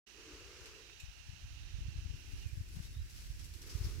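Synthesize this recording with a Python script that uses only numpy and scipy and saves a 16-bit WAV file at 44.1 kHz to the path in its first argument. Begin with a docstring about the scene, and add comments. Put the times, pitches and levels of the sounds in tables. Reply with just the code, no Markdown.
"""Beside a lodge, a light breeze buffets the two microphone ports with a low, lumpy rumble and insects
hiss far to the right. An elephant blows hollowly through its trunk; a leaf snaps, a twig cracks and a
distant cricket trills twice. From about two seconds the elephant shifts its feet in dry leaves.
Just past halfway the insects thin out, a bird whistles faintly and a foot settles on the left.
Near the end the elephant blows again, over the rustle of its feet."""
import sys
import numpy as np
from scipy import signal
from scipy.fft import rfft, irfft
from scipy.io import wavfile

SR = 44100
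rng = np.random.default_rng(int(sys.argv[2]) if len(sys.argv) > 2 else 0)


def persist_wave(psi):
    """Save psi, clipped to +-1, as 16-bit WAV."""
    counts = np.round(np.clip(psi, -1, 1) * 32767).astype(np.int16)
    wavfile.write(sys.argv[1], SR, np.atleast_2d(counts).T)


N = 176400
T = np.arange(N) / SR
HZ = np.fft.rfftfreq(N, 1 / SR)


def amp(db):
    """Decibels to gain."""
    return 10 ** (np.asarray(db) / 20)

def pan(left_db, right_db):
    """A gain for each microphone port."""
    return amp([[left_db], [right_db]])

def unit_rms(x):
    """Scales to rms 1."""
    return x / np.sqrt(np.mean(x ** 2) + 1e-20)

def curve(rows, column=1):
    """One column of a time table at every sample."""
    rows = np.array(rows)
    return np.interp(T, rows[:, 0], rows[:, column])

def during(rows):
    """True over the time that a table spans."""
    return (T >= rows[0][0]) & (T <= rows[-1][0])

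def spectrum(rows, column=1):
    """One column of a frequency table at every bin."""
    rows = np.array(rows)
    return np.interp(np.log(HZ + 1), np.log(rows[:, 0]), rows[:, column])

def colour(x, db):
    """Filters by a gain in dB per bin."""
    return irfft(rfft(x) * amp(db), N)

def white():
    """Fresh white noise."""
    return rng.standard_normal(N)

def hiss(db):
    """Noise with a given level per Hz."""
    return colour(white(), db) * np.sqrt(SR / 2)

def wander(hz):
    """Random drift up to a rate, rms 1."""
    return unit_rms(irfft(rfft(white()) / (1 + (HZ / hz) ** 4), N))

def resonate(x, hz, width_hz):
    """A steep resonance that follows a pitch curve, rms 1."""
    carrier = np.exp(2j * np.pi * np.cumsum(hz * np.ones(N)) / SR)
    pole = np.exp(-np.pi * abs(width_hz) / SR)
    baseband = signal.lfilter([1], [1, -2 * pole, pole * pole], x / carrier)
    return unit_rms((carrier * baseband).real)

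def diffuse_band(hz, width_hz):
    """A band of noise, unrelated at the two ports."""
    return np.array([resonate(white(), hz, width_hz) for _ in range(2)])

def arch(start, length):
    """A rounded rise and fall."""
    return np.sqrt(abs(np.sin(np.pi * np.clip((T - start) / length, 0, 1))))

def strike(start, decay_s, rise_s=0.001):
    """A quick rise and an exponential fall."""
    age = np.maximum(T - start, 0)
    return np.minimum(age / rise_s, 1) * np.exp(-age / decay_s)

def crackle(tint, cracks_per_s=1200, spread_db=2, share=0.2):
    """A crowd of tiny fractures of uneven size in a bed of noise, coloured for each port."""
    cracks = rng.random(N) < cracks_per_s / SR
    sizes = cracks * amp(spread_db * np.minimum(rng.exponential(1, N), 4))
    ports = []
    for sign in (1, -1):
        grains = np.sqrt(share) * unit_rms(sizes * white()) + np.sqrt(1 - share) * white()
        ports.append(colour(grains, spectrum(tint) + sign * spectrum(tint, column=2) / 2))
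    return unit_rms(np.array(ports))


# still air all round the microphone: f/Hz, level/dB per Hz
BUSH_AIR = [(100, -99.5), (250, -101), (500, -107), (800, -110), (2000, -111), (2800, -109), (4200, -108),
            (5500, -109), (7500, -108), (9000, -117), (16000, -116)]

def bush_air():
    """The faint, steady hiss of the open bush."""
    return np.array([hiss(spectrum(BUSH_AIR)) for _ in range(2)])

# insects far to the right: f/Hz, full level/dB per Hz, thinned level/dB per Hz
INSECT_CHORUS = [(300, -125, -130), (564, -108, -117), (770, -100, -114), (1116, -103, -112),
                 (1560, -95, -97), (2226, -95.5, -97.5), (2714, -85.5, -92.5), (3490, -97, -103),
                 (4000, -93.5, -105), (4960, -96.5, -103), (6000, -92.5, -100.5), (7160, -104, -111),
                 (8700, -111, -116), (10700, -109, -112), (11600, -122, -124), (16000, -126, -128)]

def insects(thin_s=2.46, fade_s=0.013):
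    """A dense, slightly fluttering chorus, part of which falls silent."""
    thinned = np.clip((T - thin_s) / fade_s + .5, 0, 1)
    full = np.sqrt(1 - thinned) * hiss(spectrum(INSECT_CHORUS))
    sparse = np.sqrt(thinned) * hiss(spectrum(INSECT_CHORUS, column=2))
    return np.array([np.zeros(N), (full + sparse) * amp(.5 * wander(hz=39.7))])

# a cricket out in the bush: t/s, length/s, level/dB
CRICKET_TRILLS = [(0.754, 0.38, -68), (1.467, 0.39, -70)]

def cricket(throb_hz=27):
    """Short throbbing trills, blurred by distance."""
    level = sum(amp(db) * arch(start, length) for start, length, db in CRICKET_TRILLS)
    throb = 1 + .6 * np.sin(2 * np.pi * throb_hz * T)
    return level * throb * diffuse_band(3760, width_hz=350)

# a distant bird right of centre, one falling whistle and one rising: t/s, f/Hz, relative level/dB
BIRD_WHISTLES = [
    [(2.39, 3000, -73), (2.44, 2796, -61), (2.462, 2440, -68), (2.485, 2410, -66), (2.54, 2400, -78)],
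    [(2.8, 3600, -75), (2.86, 3760, -67), (2.915, 3690, -80), (2.95, 3720, -66), (3.0, 3890, -69),
     (3.035, 3880, -81)],
]

def bird(flutter_hz=70, flutter_db=4, jitter=.009):
    """Thin, fluttering whistles, each with a blur of scattered echoes."""
    out = np.zeros((2, N))
    for rows in BIRD_WHISTLES:
        hz = curve(rows)
        phase = 2 * np.pi * np.cumsum(hz * (1 + jitter * wander(flutter_hz))) / SR
        whistle = unit_rms(np.sin(phase) * amp(flutter_db * wander(flutter_hz)))
        echoes = diffuse_band(hz, width_hz=220)
        out += during(rows) * amp(curve(rows, column=2)) * (whistle + echoes)
    return out * pan(-5, -1)

# a murmur that rides on the breeze: t/s, level/dB
MURMUR_LEVEL = [(1.0, -94), (1.75, -73), (2.35, -70), (2.6, -75.5), (2.8, -69.5), (3.1, -79.5),
                (3.6, -71.5), (4.0, -68)]

def murmur(apart=0.37):
    """A soft hollow band above the rumble, nearly alike at both ports."""
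    common = white()
    ports = [resonate(common + apart * white(), 305, width_hz=154) for _ in range(2)]
    return amp(curve(MURMUR_LEVEL)) * np.array(ports)

# breeze right on the microphone: t/s, left level/dB, right level/dB
BREEZE_LEVEL = [(.1, -68, -67), (.35, -55.5, -59.5), (.75, -60, -66.5), (1.1, -56.5, -61.5),
                (1.4, -50.5, -54), (1.55, -55, -49), (1.8, -50, -42.5), (2.05, -41.5, -50),
                (2.2, -51, -52.5), (2.33, -44, -45), (2.5, -49.5, -47), (2.8, -44.5, -51.5),
                (3.0, -47, -47), (3.13, -54, -52), (3.3, -46, -46.5), (3.6, -54, -48.5), (3.85, -40, -41.5),
                (4.0, -54, -38.5)]
# its rumble in the ports: f/Hz, relative level/dB
RUMBLE_COLOUR = [(10, -19), (25, -2), (50, 6.5), (85, 0.5), (120, -7.5), (160, -15), (210, -26),
                 (280, -35.5), (400, -57), (900, -81)]
# eddies that hit one port: t/s, level/dB, f/Hz, port (0 left, 1 right)
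PORT_EDDIES = [(1.04, -36.5, 70, 0), (1.296, -34.5, 81.5, 0), (1.335, -39.5, 83, 0), (1.445, -38, 77, 0),
               (1.745, -34.5, 65.3, 1), (1.788, -36, 88, 1), (1.819, -32.5, 58.5, 0), (1.857, -32, 71.5, 1),
               (1.887, -28.5, 81, 1), (1.962, -32, 80, 0), (1.989, -29, 72, 1), (2.06, -29, 61, 0),
               (2.108, -30, 61, 0), (2.146, -29.5, 77, 0), (2.339, -33, 66.5, 0), (2.464, -25, 77, 1),
               (2.535, -29, 70.5, 1), (2.577, -30, 87.6, 0), (2.602, -32, 66, 1), (2.612, -30, 82, 0),
               (2.771, -31, 102, 0), (2.803, -31, 104, 0), (2.969, -37, 86, 1), (2.995, -31, 54.4, 1),
               (3.02, -32, 63.7, 1), (3.26, -39, 55.5, 1), (3.305, -33, 78, 1), (3.431, -37.5, 58, 1),
               (3.754, -24.5, 72, 1), (3.813, -30, 74, 0), (3.851, -33, 69.5, 0), (3.868, -28.5, 84.5, 1),
               (3.959, -32, 68, 1)]

def wind(lump_db=2.9, rebound=0.53, wake_db=-24, wake_s=0.0097):
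    """Each port has its own lumpy turbulence; an eddy sucks at it, rebounds and leaves a small wake."""
    ports = []
    for port in range(2):
        flow = unit_rms(colour(white(), spectrum(RUMBLE_COLOUR)))
        lumpy = unit_rms(flow * amp(lump_db * wander(hz=20.3)))
        pressure = lumpy * amp(curve(BREEZE_LEVEL, column=port + 1))
        wake = amp(wake_db) * resonate(white(), 138, width_hz=90)
        for at, db, hz, side in PORT_EDDIES:
            if side == port:
                u = (T - at) * hz * np.pi * np.sqrt(2)  # time scaled so the pulse is strongest near hz
                suction = (u ** 2 - 1 + rebound * u) * np.exp(-.5 * u ** 2)
                pressure += amp(db) * (suction + wake * np.exp(-.5 * ((T - at) / wake_s) ** 2))
        ports.append(pressure)
    return np.array(ports)

def tick(start=.896, db=-47):
    """A small dry tick on the right."""
    envelope = amp(db) * strike(start, decay_s=0.0024, rise_s=0.0008)
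    return envelope * resonate(white(), 1720, width_hz=1500) * pan(-15, 0)

# ring of a twig near the lodge: f/Hz, width/Hz, left gain/dB, right gain/dB
TWIG_RING = [(2540, 220, -14, -4.5), (4020, 600, -12, -14), (7300, 1400, -9.5, -14),
             (10800, 9400, -15, -20)]

def twig(start=1, db=-47, echo_db=-7):
    """A sharp crack with a short woody ring and a faint echo from the lodge."""
    ring = sum(pan(left, right) * diffuse_band(hz, width) for hz, width, left, right in TWIG_RING)
    crack = strike(start, decay_s=0.009, rise_s=.0006)
    echo = amp(echo_db) * strike(start, decay_s=0.042)
    return amp(db) * (crack + echo) * ring

# a foot on dry earth, left of the microphone: f/Hz, relative level/dB
FOOT_COLOUR = [(40, -18), (130, 3), (200, -8), (290, -23), (500, -28), (1100, -27), (4000, -37),
               (16000, -65)]

def footstep(start=2.745, length_s=0.07, db=-47.5):
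    """The foot settles with a soft, gritty thud."""
    thud = np.array([unit_rms(colour(white(), spectrum(FOOT_COLOUR))) for _ in range(2)])
    return amp(db) * arch(start, length_s) ** 2 * thud * pan(0, -15)

# dry leaves where the elephant stands: t/s, level/dB
RUSTLE_LEVEL = [(1.9, -76), (2.15, -67.5), (2.35, -62.5), (2.53, -63.5), (2.68, -64.5), (2.76, -58.5),
                (2.9, -62.5), (3.03, -65), (3.23, -57), (3.35, -61), (3.44, -60), (3.57, -62),
                (3.72, -58.5), (3.85, -53), (3.93, -59), (4.0, -58)]
# a rustle and a snap at the microphone: f/Hz, relative level/dB, left minus right/dB
RUSTLE_COLOUR = [(151, 11, 0.5), (710, -11, 9.5), (1590, -4, -6), (2200, -4.5, 2), (3150, -2.5, 8),
                 (4560, 3, 3), (5820, 4, -5.5), (7900, -8.5, 20.5), (9100, -5.5, -3.5), (10860, -3, 3.5),
                 (12300, -7.5, 9), (16900, -11, 5)]
SNAP_COLOUR = [(150, -29, 4), (1000, -7, 6), (2470, 1, -9), (4500, 5, 5), (5930, 5.5, -13), (7900, 0, 17),
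               (9100, -2, -1), (10500, 0.5, 7), (13200, -7, 15), (16000, -20.5, 6)]
# single leaves snapping: t/s, level/dB, decay/s, tilt above 1 kHz/dB per octave
LEAF_SNAPS = [(.63, -67, 0.024, 3), (0.656, -51.5, 0.019, -4), (2.687, -55, 0.0046, 11),
              (2.825, -56.5, 0.043, -2.5), (3.098, -57, 0.016, 0.5), (3.17, -59.5, 0.034, -4),
              (3.393, -55, 0.032, -2.5), (3.44, -57, 0.025, 4), (3.537, -56, 0.042, 0.5),
              (3.616, -51, 0.014, 0.5), (3.668, -53, 0.012, 1), (3.695, -54.5, 0.07, -1.5)]
# stalks scraping: t/s, length/s, level/dB, f/Hz
STALK_SCRAPES = [(2.718, 0.062, -68, 10700), (3.688, 0.046, -57.5, 5000), (3.693, .085, -63, 5800),
                 (3.836, 0.018, -51, 5200), (3.853, 0.013, -59, 4670)]

def leaves():
    """Dragged leaves rustle underfoot; a few snap, each with its own brightness, and stalks squeak."""
    rustle = amp(curve(RUSTLE_LEVEL) + wander(hz=24.8)) * crackle(RUSTLE_COLOUR)
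    grains = crackle(SNAP_COLOUR)
    octaves = np.log2(np.maximum(HZ, 1000))
    snaps = sum(amp(db) * strike(start, decay, rise_s=0.0019) * unit_rms(colour(grains, tilt * octaves))
                for start, db, decay, tilt in LEAF_SNAPS)
    scrapes = sum(amp(db) * arch(start, length) * diffuse_band(hz, width_hz=620)
                  for start, length, db, hz in STALK_SCRAPES)
    return rustle + snaps + scrapes

# the elephant by the lodge, one table a blow: t/s, hollow level/dB, resonance f/Hz, left hiss level/dB
TRUNK_BLOWS = [
    [(.07, -73.5, 362, -80), (.2, -63.5, 357.7, -61.5), (.34, -58.5, 357, -58), (.45, -63.5, 391, -60.5),
     (.7, -67, 396, -58), (.8, -64.5, 401.5, -64), (.93, -70, 380, -90), (1.0, -85, 378, -90)],
    [(3.48, -84, 343, -106), (3.65, -65, 344.4, -61.5), (3.9, -63, 342.6, -58), (4.0, -63, 339, -63)],
]
# hiss at the nostrils: f/Hz, relative level/dB
NOSTRIL_COLOUR = [(40, -21), (150, 3.5), (220, -7.5), (450, 4.5), (750, -6.5), (1200, 3), (1600, 2),
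                  (1900, 0), (2250, 2), (3300, -4.5), (5200, 0.5), (7000, -3), (9000, -15.5), (16000, -21)]

def trunk(blow, mode_step=0.1145, hollow_octaves=0.28, scatter_hz=1530):
    """Rushing air rings the trunk's close pipe modes under one hollow resonance and hisses at the tip."""
    centre_hz, breath = curve(blow, column=2), white()
    ratios = 1 + mode_step * np.arange(-4, 5)
    weights = np.exp(-.5 * (np.log2(ratios) / hollow_octaves) ** 2)
    modes = sum(weight * resonate(breath, centre_hz * ratio, width_hz=28)
                for ratio, weight in zip(ratios, weights))
    hollow = unit_rms(modes) * amp(curve(blow))
    # below scatter_hz both ports hear the same hiss; above it the hiss reaches them unrelated
    nostril_db = spectrum(NOSTRIL_COLOUR)
    direct = colour(white(), nostril_db - 10 * np.log10(1 + (HZ / scatter_hz) ** 2))
    scattered_db = nostril_db - 10 * np.log10(1 + (scatter_hz / (HZ + 1)) ** 2)
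    tip = np.array([unit_rms(direct + colour(white(), scattered_db)) for _ in range(2)])
    return during(blow) * (hollow + tip * amp(curve(blow, column=3)) * pan(0, -3))


def scene():
    """Bush, breeze and elephant from one microphone position beside the lodge."""
    air = bush_air()
    elephant = sum(trunk(blow) for blow in TRUNK_BLOWS) + leaves() + twig() + footstep()
    return air + wind() + murmur() + elephant + insects() + cricket() + bird() + tick()

def record(dry, low_cut_hz=24, top_hz=15850, start_s=0.063, fade_s=0.012):
    """The microphone opens after a moment, drops the deepest bass and cuts the top treble steeply."""
    bass_cut = irfft(rfft(dry) * HZ ** 2 / np.hypot(HZ ** 2, low_cut_hz ** 2), N)
    opened = bass_cut * np.clip((T - start_s) / fade_s, 0, 1)
    lowpass = signal.firwin(511, top_hz, window=("kaiser", 9), fs=SR)
    return signal.oaconvolve(opened, lowpass[None], "same", axes=1)


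dry = scene()
out = record(dry)
persist_wave(out)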